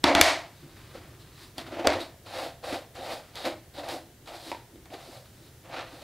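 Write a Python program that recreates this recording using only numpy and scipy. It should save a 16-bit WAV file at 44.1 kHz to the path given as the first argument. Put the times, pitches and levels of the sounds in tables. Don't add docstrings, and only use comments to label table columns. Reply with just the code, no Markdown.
import sys
import numpy as np
from scipy import signal
from scipy.fft import rfft, irfft, next_fast_len
from scipy.io import wavfile
from scipy.ndimage import uniform_filter1d, map_coordinates

SR = 44100
rng = np.random.default_rng(int(sys.argv[2]) if len(sys.argv) > 2 else 0)


def digitize_waveform(pressure):
    field = np.atleast_2d(pressure).T
    bounded = np.clip(field, -1, 1)
    quanta = np.round(bounded * 32767).astype(np.int16)
    wavfile.write(sys.argv[1], SR, quanta)


def elevation(decibels):
    levels = np.asarray(decibels, float)
    return 10 ** (levels / 20)


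N = 265910

# (f/Hz, density/dB)
FAN_LEVEL = [(0, -57), (1.5, -55.5), (1.999, -55.5), (3.0, -57.5), (4.1, -58), (5.2, -57.5), (5.65, -56),
             (6.03, -56.5)]
FAN_RUMBLE = [(15, -41), (25, -16), (114, -5), (140, -7), (160, -13.5), (330, -20), (361, -16.5),
              (657, -25.5), (900, -32.5), (1170, -59), (1980, -120)]
# (f/Hz, density/dB)
AIR_HISS = [(290, -20), (500, -10.5), (1180, -11.5), (1870, -8.5), (2540, -13.5), (3110, -11.5),
            (3650, -13), (7860, -15.5), (16000, -17.5)]
PORT_HISS = [(24, -31.5), (40, 6), (159, 0.5), (209, 3.5), (243, 1.5), (3220, 0.5), (10700, 1), (16000, -2)]

# (t/s, peak level/dB, thud against crack/dB, thud
# f/Hz, brightness/dB per octave)
KNOCKS = [(0.04, -2.5, -12, 335, -3), (0.078, -16, -7, 630, -5.5), (0.097, -19.5, -6, 650, -7.5),
          (0.15, -2, -10, 337, -3), (0.212, 3.5, -27, 710, 1), (0.951, -42, 6, 510, -4),
          (1.581, -24, -11.5, 677, -1), (1.682, -38.5, -16, 284.6, -7), (1.724, -33, -3, 622, -9.5),
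          (1.769, -38, 4.5, 645, -11), (1.846, -22, -15, 710, -11), (1.871, -2, -14, 700, -3),
          (2.726, -25, -5, 660, -7), (2.952, -41.5, -14, 760, 0), (3.355, -29, -17, 490, 0),
          (3.781, -35.5, -4, 587, -13.5), (3.887, -29.5, -2.5, 756, 4.5), (4.274, -37.5, -11, 740, -2.5),
          (4.516, -23, -3, 956, -3.5), (4.757, -48.5, 7, 381, -3), (4.856, -41, -34, 250, -3),
          (4.903, -43.5, -13, 284, -8), (4.938, -40.5, 7.5, 411, -1.5)]
# (f/Hz, width/Hz, level/dB)
SHELL_MODES = [(304, 158, -5), (700, 330, -3), (1370, 140, -5.5), (2270, 790, -4.5), (3470, 460, 0),
               (4670, 1000, -4), (8460, 6000, -9), (10200, 3500, -7.5)]
# (lag/s, level/dB)
WALLS = [(.0035, -2.5), (.0062, -17), (0.0106, -6.5), (0.019, -15.5), (0.031, -8.5)]
# (f/Hz, t60/s)
TILE_DECAY = [(100, 0.39), (400, 0.43), (2000, 0.37), (6000, 0.34), (14000, 0.28)]
# (f/Hz, level/dB)
TILE_COLOUR = [(88, -48), (150, -49), (297, -6), (439, -6.5), (555, 0.5), (649, 8), (1600, -2), (2270, 0.5),
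               (2450, -4.5), (4860, -9.5), (8900, -16.5), (13700, -27.5), (16000, -68)]
# (f/Hz, width/Hz, level/dB)
ROOM_MODES = [(284, 33, 7.5), (700, 37, -5), (940, 23, -3.5), (1910, 350, -3.5), (4220, 1300, 1)]

# (t/s, length/s, end level/dB, growth/dB, speed/dB)
RUSTLES = [
    (.5, 0.11, -60.5, 8, 2),
    (.62, 0.12, -57, 0, -5.5),
    (.75, 0.21, -57.5, -4, -3.5),
    (1.0, 0.14, -53, 1, -16),
    (1.185, 0.038, -61, -4, 5),
    (1.25, 0.14, -60.5, 2, 1),
    (1.36, 0.093, -54.5, 1.5, 0.5),
    (3.2, .1, -58.5, 10, -5.5),
    (5.24, .03, -66.5, -6, 4.5),
    (5.33, 0.14, -65.5, 8, 7),
]
# (t/s, length/s, end level/dB, growth/dB, speed/dB)
SCUFFS = [
    (.93, 0.053, -54.5, -5, 1),
    (1.57, 0.05, -51.5, -14, 9.5),
    (1.65, 0.025, -49, -4, 6.5),
    (1.7, 0.099, -45.5, -4, -4.5),
    (1.77, 0.027, -35.5, 9, -11),
    (1.836, 0.031, -30.5, -2.5, -21.5),
    (1.875, 0.096, -35.5, -5.5, -9),
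    (1.915, 0.015, -45.5, -4.5, 16),
    (1.99, 0.023, -45.5, -7, 16),
    (4.525, 0.053, -56.5, 5, 3),
]
# (t/s, length/s, end level/dB, growth/dB, speed/dB)
STROKES = [(2.25, 0.17, -46.5, -2.5, 0.5), (2.315, 0.062, -35.5, 8.5, -2.5),
           (2.37, 0.094, -38.5, -1.5, -2.5), (2.625, 0.12, -34.5, 4.5, -1), (2.94, 0.2, -35.5, 8.5, -1.5),
           (3.342, .09, -45, -4, 5), (3.437, 0.037, -32.5, -5.5, -2.5), (3.73, .06, -42, 8, 3),
           (3.82, 0.09, -39, 2, -4), (3.872, 0.067, -39, 0, -1.5), (4.245, .03, -54.5, 0, 5.5),
           (4.262, 0.093, -44, -0.5, -2), (4.38, .12, -45, 9, 4), (4.895, 0.044, -43, 15, -0.5),
           (4.96, 0.21, -50.5, 2, -1.5), (5.86, 0.17, -50, 5, -1)]
# (t/s, length/s, end level/dB, growth/dB, speed/dB)
SWEEPS = [
    (5.635, .04, -52.5, -1.5, -8),
    (5.68, .065, -39, 15.5, -2),
    (5.75, 0.053, -39, -1.5, 3.5),
]
# (t/s, length/s, end level/dB, growth/dB, speed/dB)
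LOOSE_ENDS = [
    (1.39, 0.046, -57, 4, 0),
    (2.38, 0.066, -56, 10, 0),
    (3.1, 0.041, -59, 3, 0.0031),
    (3.88, 0.068, -53.5, 2, 0),
    (4.34, 0.166, -59.5, 0, 0),
    (4.99, 0.21, -62, -3.5, 0),
    (5.88, .12, -64.5, -2, 0),
]
# (t/s, level/dB)
GRIP_SHIFTS = [(.532, -59), (.65, -48), (.98, -56), (1.45, -57), (1.6, -47), (1.81, -39), (1.888, -30.5),
               (3.0, -47.5), (3.16, -55), (3.468, -36), (3.93, -38), (4.219, -54.5), (4.49, -42.5),
               (4.749, -50), (4.829, -61), (5.091, -49.5), (5.43, -53), (5.94, -50)]

# (f/Hz, width/Hz, level/dB)
HANDLE_MODES = [(260, 59, -3), (288, 53, -1), (335, 33.6, -1)]
PAD_MODES = [(504, 67, 1), (606, 46.5, 3.5), (666, 102, 4), (784, 218, -1)]
SCRAPE_MODES = [(970, 424, -3), (1640, 910, 2), (2250, 3330, -2.5)]
BRISTLE_MODES = [(3850, 750, 0), (5200, 1200, -16)]
# (f/Hz, density/dB)
STRAND_HISS = [(2500, 7.5), (4800, 18), (6000, 10), (9000, 9), (11000, 7.5), (14000, 1.5), (15700, 0)]

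# (pad/dB, scrape/dB, rasp/dB, hiss/dB, handle/dB)
SWEEP_MIX = (0.5, -0.5, -12, -33.5, -7.5)
ENDS_MIX = (-40, -30, -12, 0, -40)
SPEED_SHARE = (-0.39, 0.26, 1, 0.8, 0.25)
START_LEVEL = (-3.5, -0.5, -0.5, -2.5, -5.5)

# (t/s, level/dB, f/Hz)
BUMPS = [
    (.65, -45.5, 145),
    (1.581, -52, 110),
    (1.79, -49, 88),
    (1.97, -42, 98),
    (3.55, -56, 89),
    (5.648, -62.5, 123),
]


def unit(x):
    return x / np.sqrt(np.mean(x ** 2) + 1e-20)


def along(points, hz):
    f, v = np.transpose(points)
    return np.interp(np.log(hz + 1), np.log(f + 1), v)


def wobble(rate):
    knots = rng.standard_normal(int(N * rate / SR) + 4)
    return map_coordinates(knots, [np.arange(N) * rate / SR])


def filtered(x, response):
    m = next_fast_len(x.shape[-1] + 8192)
    spectrum = rfft(x, m) * response(np.fft.rfftfreq(m, 1 / SR))
    return irfft(spectrum, m)[..., :x.shape[-1]]


def resonances(modes, hz):
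    total = 0
    for k, (centre, width, db) in enumerate(modes):
        damping = 1j * hz * width
        total = total + (-1) ** k * elevation(db) * damping / (centre * centre - hz * hz + damping)
    return total


def coloured(spectrum):
    return unit(filtered(rng.standard_normal(N), lambda hz: elevation(along(spectrum, hz))))


def tile_tail(seconds):
    hz, t, z = signal.stft(rng.standard_normal(int(seconds * SR)), SR, nperseg=256)
    decay = elevation(-60 * t / along(TILE_DECAY, hz)[:, None])
    tail = signal.istft(z * decay, SR, nperseg=256)[1]
    tail *= np.clip(np.arange(len(tail)) / SR / 0.0011, 0, 1)
    return tail / np.linalg.norm(tail)


def ducking(threshold_db, depth, recover_db):
    t, duck_db = np.arange(N) / SR, np.zeros(N)
    for s, db, *_ in KNOCKS:
        since = t - s - .004
        onset = np.clip(since / 0.00053, 0, 1)
        drop_db = depth * max(db - threshold_db, 0) * onset - recover_db * since
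        duck_db = np.maximum(duck_db, drop_db * (since > 0))
    return elevation(-duck_db)


def background():
    sag = ducking(threshold_db=-5.5, depth=.9, recover_db=59.5)
    fan_db = np.interp(np.arange(N) / SR, *np.transpose(FAN_LEVEL)) + 3.0 + 1.19 * wobble(6.1)
    shared = sag * elevation(fan_db) * coloured(FAN_RUMBLE + [(1500, -101)])
    shared += elevation(-59.5) * elevation(.3 * wobble(5)) * coloured(AIR_HISS)
    side = elevation(-64.5) * coloured(PORT_HISS)
    return np.array([shared + side, shared - side])


def tilt(hz, db_per_octave):
    return elevation(db_per_octave * np.log2((hz + 300) / 2000))


def shell_crack(t, bright_db):
    contact = np.exp(-(t / .0018) ** 4) + .2 * elevation(-60 * t / .02)
    burst = rng.standard_normal(len(t)) * contact * (1 - np.exp(-t / .0003))
    crack = filtered(burst, lambda hz: resonances(SHELL_MODES, hz) * tilt(hz, bright_db))
    return crack / np.abs(crack).max()


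def struck_tone(t, hz, t60_s, rise_s):
    return np.sin(2 * np.pi * hz * t) * elevation(-60 * t / t60_s) * (1 - np.exp(-t / rise_s))


def with_walls(hit):
    dull = filtered(hit, lambda hz: 1 / (1 + 1j * hz / 3000))
    return hit + sum(elevation(db) * np.roll(dull, round(lag * SR)) for lag, db in WALLS)


def tile_answer(thud, thud_db, bright_db):
    def colour(hz):
        brightness = tilt(hz, bright_db) / tilt(3100, bright_db)
        return elevation(along(TILE_COLOUR, hz)) * brightness * (0.84 + np.abs(resonances(ROOM_MODES, hz)))

    tail = tile_tail(.55)
    thud_echo = signal.fftconvolve(tail, thud)[:len(tail)]
    return elevation(19.5) * filtered(tail, colour) + elevation(thud_db + 9) * thud_echo


def knocks():
    counter_room_db, held_room_db, picked_up_s = 0, -8.5, .5
    out, t = np.zeros(N + SR), np.arange(SR // 10) / SR
    for s, db, thud_db, thud_hz, bright_db in KNOCKS:
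        room_db = counter_room_db if s < picked_up_s else held_room_db
        room_db -= 0.16 * thud_db
        thud = struck_tone(t, thud_hz, t60_s=0.021, rise_s=0.0024)
        boom = struck_tone(t, 80, t60_s=0.31, rise_s=0.0025)
        hit = shell_crack(t, bright_db) + elevation(thud_db + 9.5) * thud + elevation(-25.0) * boom
        hit = with_walls(hit)
        echo = tile_answer(thud, thud_db, bright_db)
        graze_noise = uniform_filter1d(rng.standard_normal(SR // 160), size=9)
        graze = np.linspace(0, 1, SR // 160) * graze_noise

        start = round(s * SR)
        out[start - len(graze):start] += elevation(db - 21.0) * graze
        out[start:][:len(t)] += elevation(db + 0.5) * hit
        out[start + SR // 500:][:len(echo)] += elevation(db + room_db) * echo
    return out[:N]


def plucks(rate, spread_db):
    sizes = elevation(spread_db * np.clip(rng.standard_normal(N), -2, 2))
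    return (rng.random(N) < rate / SR) * rng.standard_normal(N) * sizes


def plucked_body(impulses, modes, low_hz, high_hz):
    def body(hz):
        band = (1j * hz / (low_hz + 1j * hz) / (1 + 1j * hz / high_hz)) ** 2
        return resonances(modes, hz) * band

    return unit(filtered(impulses, body))


def gestures(rows, mix_db):
    land_db_per_s, lift_db_per_s = 1112, (245, 226, 255, 250, 233)
    hop = 32
    t, power = np.arange(0, N, hop) / SR, 0
    for s, length, db, growth_db, speed_db in rows:
        left = 1 - np.clip((t - s) / length, 0, 1)
        shared = db - growth_db * left - land_db_per_s * np.maximum(s + 0.017 - t, 0)
        lift = np.outer(lift_db_per_s, np.maximum(t - s - length, 0))
        own = np.outer(START_LEVEL, left) - lift
        layer_db = np.add(mix_db, speed_db * np.array(SPEED_SHARE))
        power = power + elevation(2 * (shared + own + layer_db[:, None]))
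    return np.sqrt(np.repeat(power, hop, axis=1)[:, :N])


def grip_shifts(handle):
    t = np.arange(N) / SR
    for s, db in GRIP_SHIFTS:
        fade_db = np.maximum(378 * (s - t), 193 * (t - s))
        handle = np.maximum(handle, elevation(db - fade_db))
    return handle


def brushing():
    gains = gestures(STROKES, mix_db=(0, -5, -8.5, -9, -10.5))
    gains = gains + gestures(SCUFFS, mix_db=(-2, -1, -13.5, -13, 0.5))
    gains = gains + gestures(RUSTLES, mix_db=(-15.5, -1.5, -5.5, -4.5, -3))
    gains = gains + gestures(SWEEPS, SWEEP_MIX) + gestures(LOOSE_ENDS, ENDS_MIX)
    pad, shell, bristles, strands, handle = gains
    handle = grip_shifts(handle)

    thrum = plucked_body(plucks(rate=800, spread_db=2.5), HANDLE_MODES, 285, 610)
    drumming = plucked_body(plucks(rate=1500, spread_db=-1.5), PAD_MODES, 510, 1180)
    scrape = plucked_body(plucks(rate=5000, spread_db=0.5), SCRAPE_MODES, 830, 2600)
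    release = plucks(rate=5900, spread_db=-2.5)
    rasp = plucked_body(release, BRISTLE_MODES, 2700, 5000)
    release_hiss = unit(filtered(release, lambda hz: elevation(along(STRAND_HISS, hz))))
    hiss = unit(coloured(STRAND_HISS) + 0.28 * release_hiss)

    snag = np.clip(wobble(45), -1.5, 1.2)
    near = pad * elevation(0.6 * snag) * drumming
    near += shell * elevation(1.15 * snag) * scrape
    near += handle * thrum
    near += bristles * elevation(1.3 * snag) * rasp
    near += strands * elevation(.7 * snag + wobble(25)) * hiss
    room = signal.fftconvolve(near, tile_tail(.6))[:N]
    return elevation(-0.5) * near + elevation(-11.5) * room


def bumps():
    t, swells = np.arange(N) / SR, 0
    for s, db, hz in BUMPS:
        swell = np.exp(-((t - s) / 0.026) ** 2)
        swells = swells + elevation(db) * swell * np.sin(2 * np.pi * hz * (t - s))
    return elevation(2.1 * wobble(30.2)) * swells


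def scene():
    return background() + knocks() + brushing() + bumps()


def low_pass(x):
    return signal.sosfilt(signal.butter(12, 16650, fs=SR, output="sos"), x)


def record(dry):
    x = dry * ducking(threshold_db=-10.0, depth=0.8, recover_db=133)
    x = x / (1 + np.abs(x / .87) ** 6) ** (1 / 6)
    x = filtered(x, lambda hz: np.where(hz < 15750, 1, elevation(-30.5)))
    return low_pass(x)


dry = scene()
out = record(dry)
digitize_waveform(out)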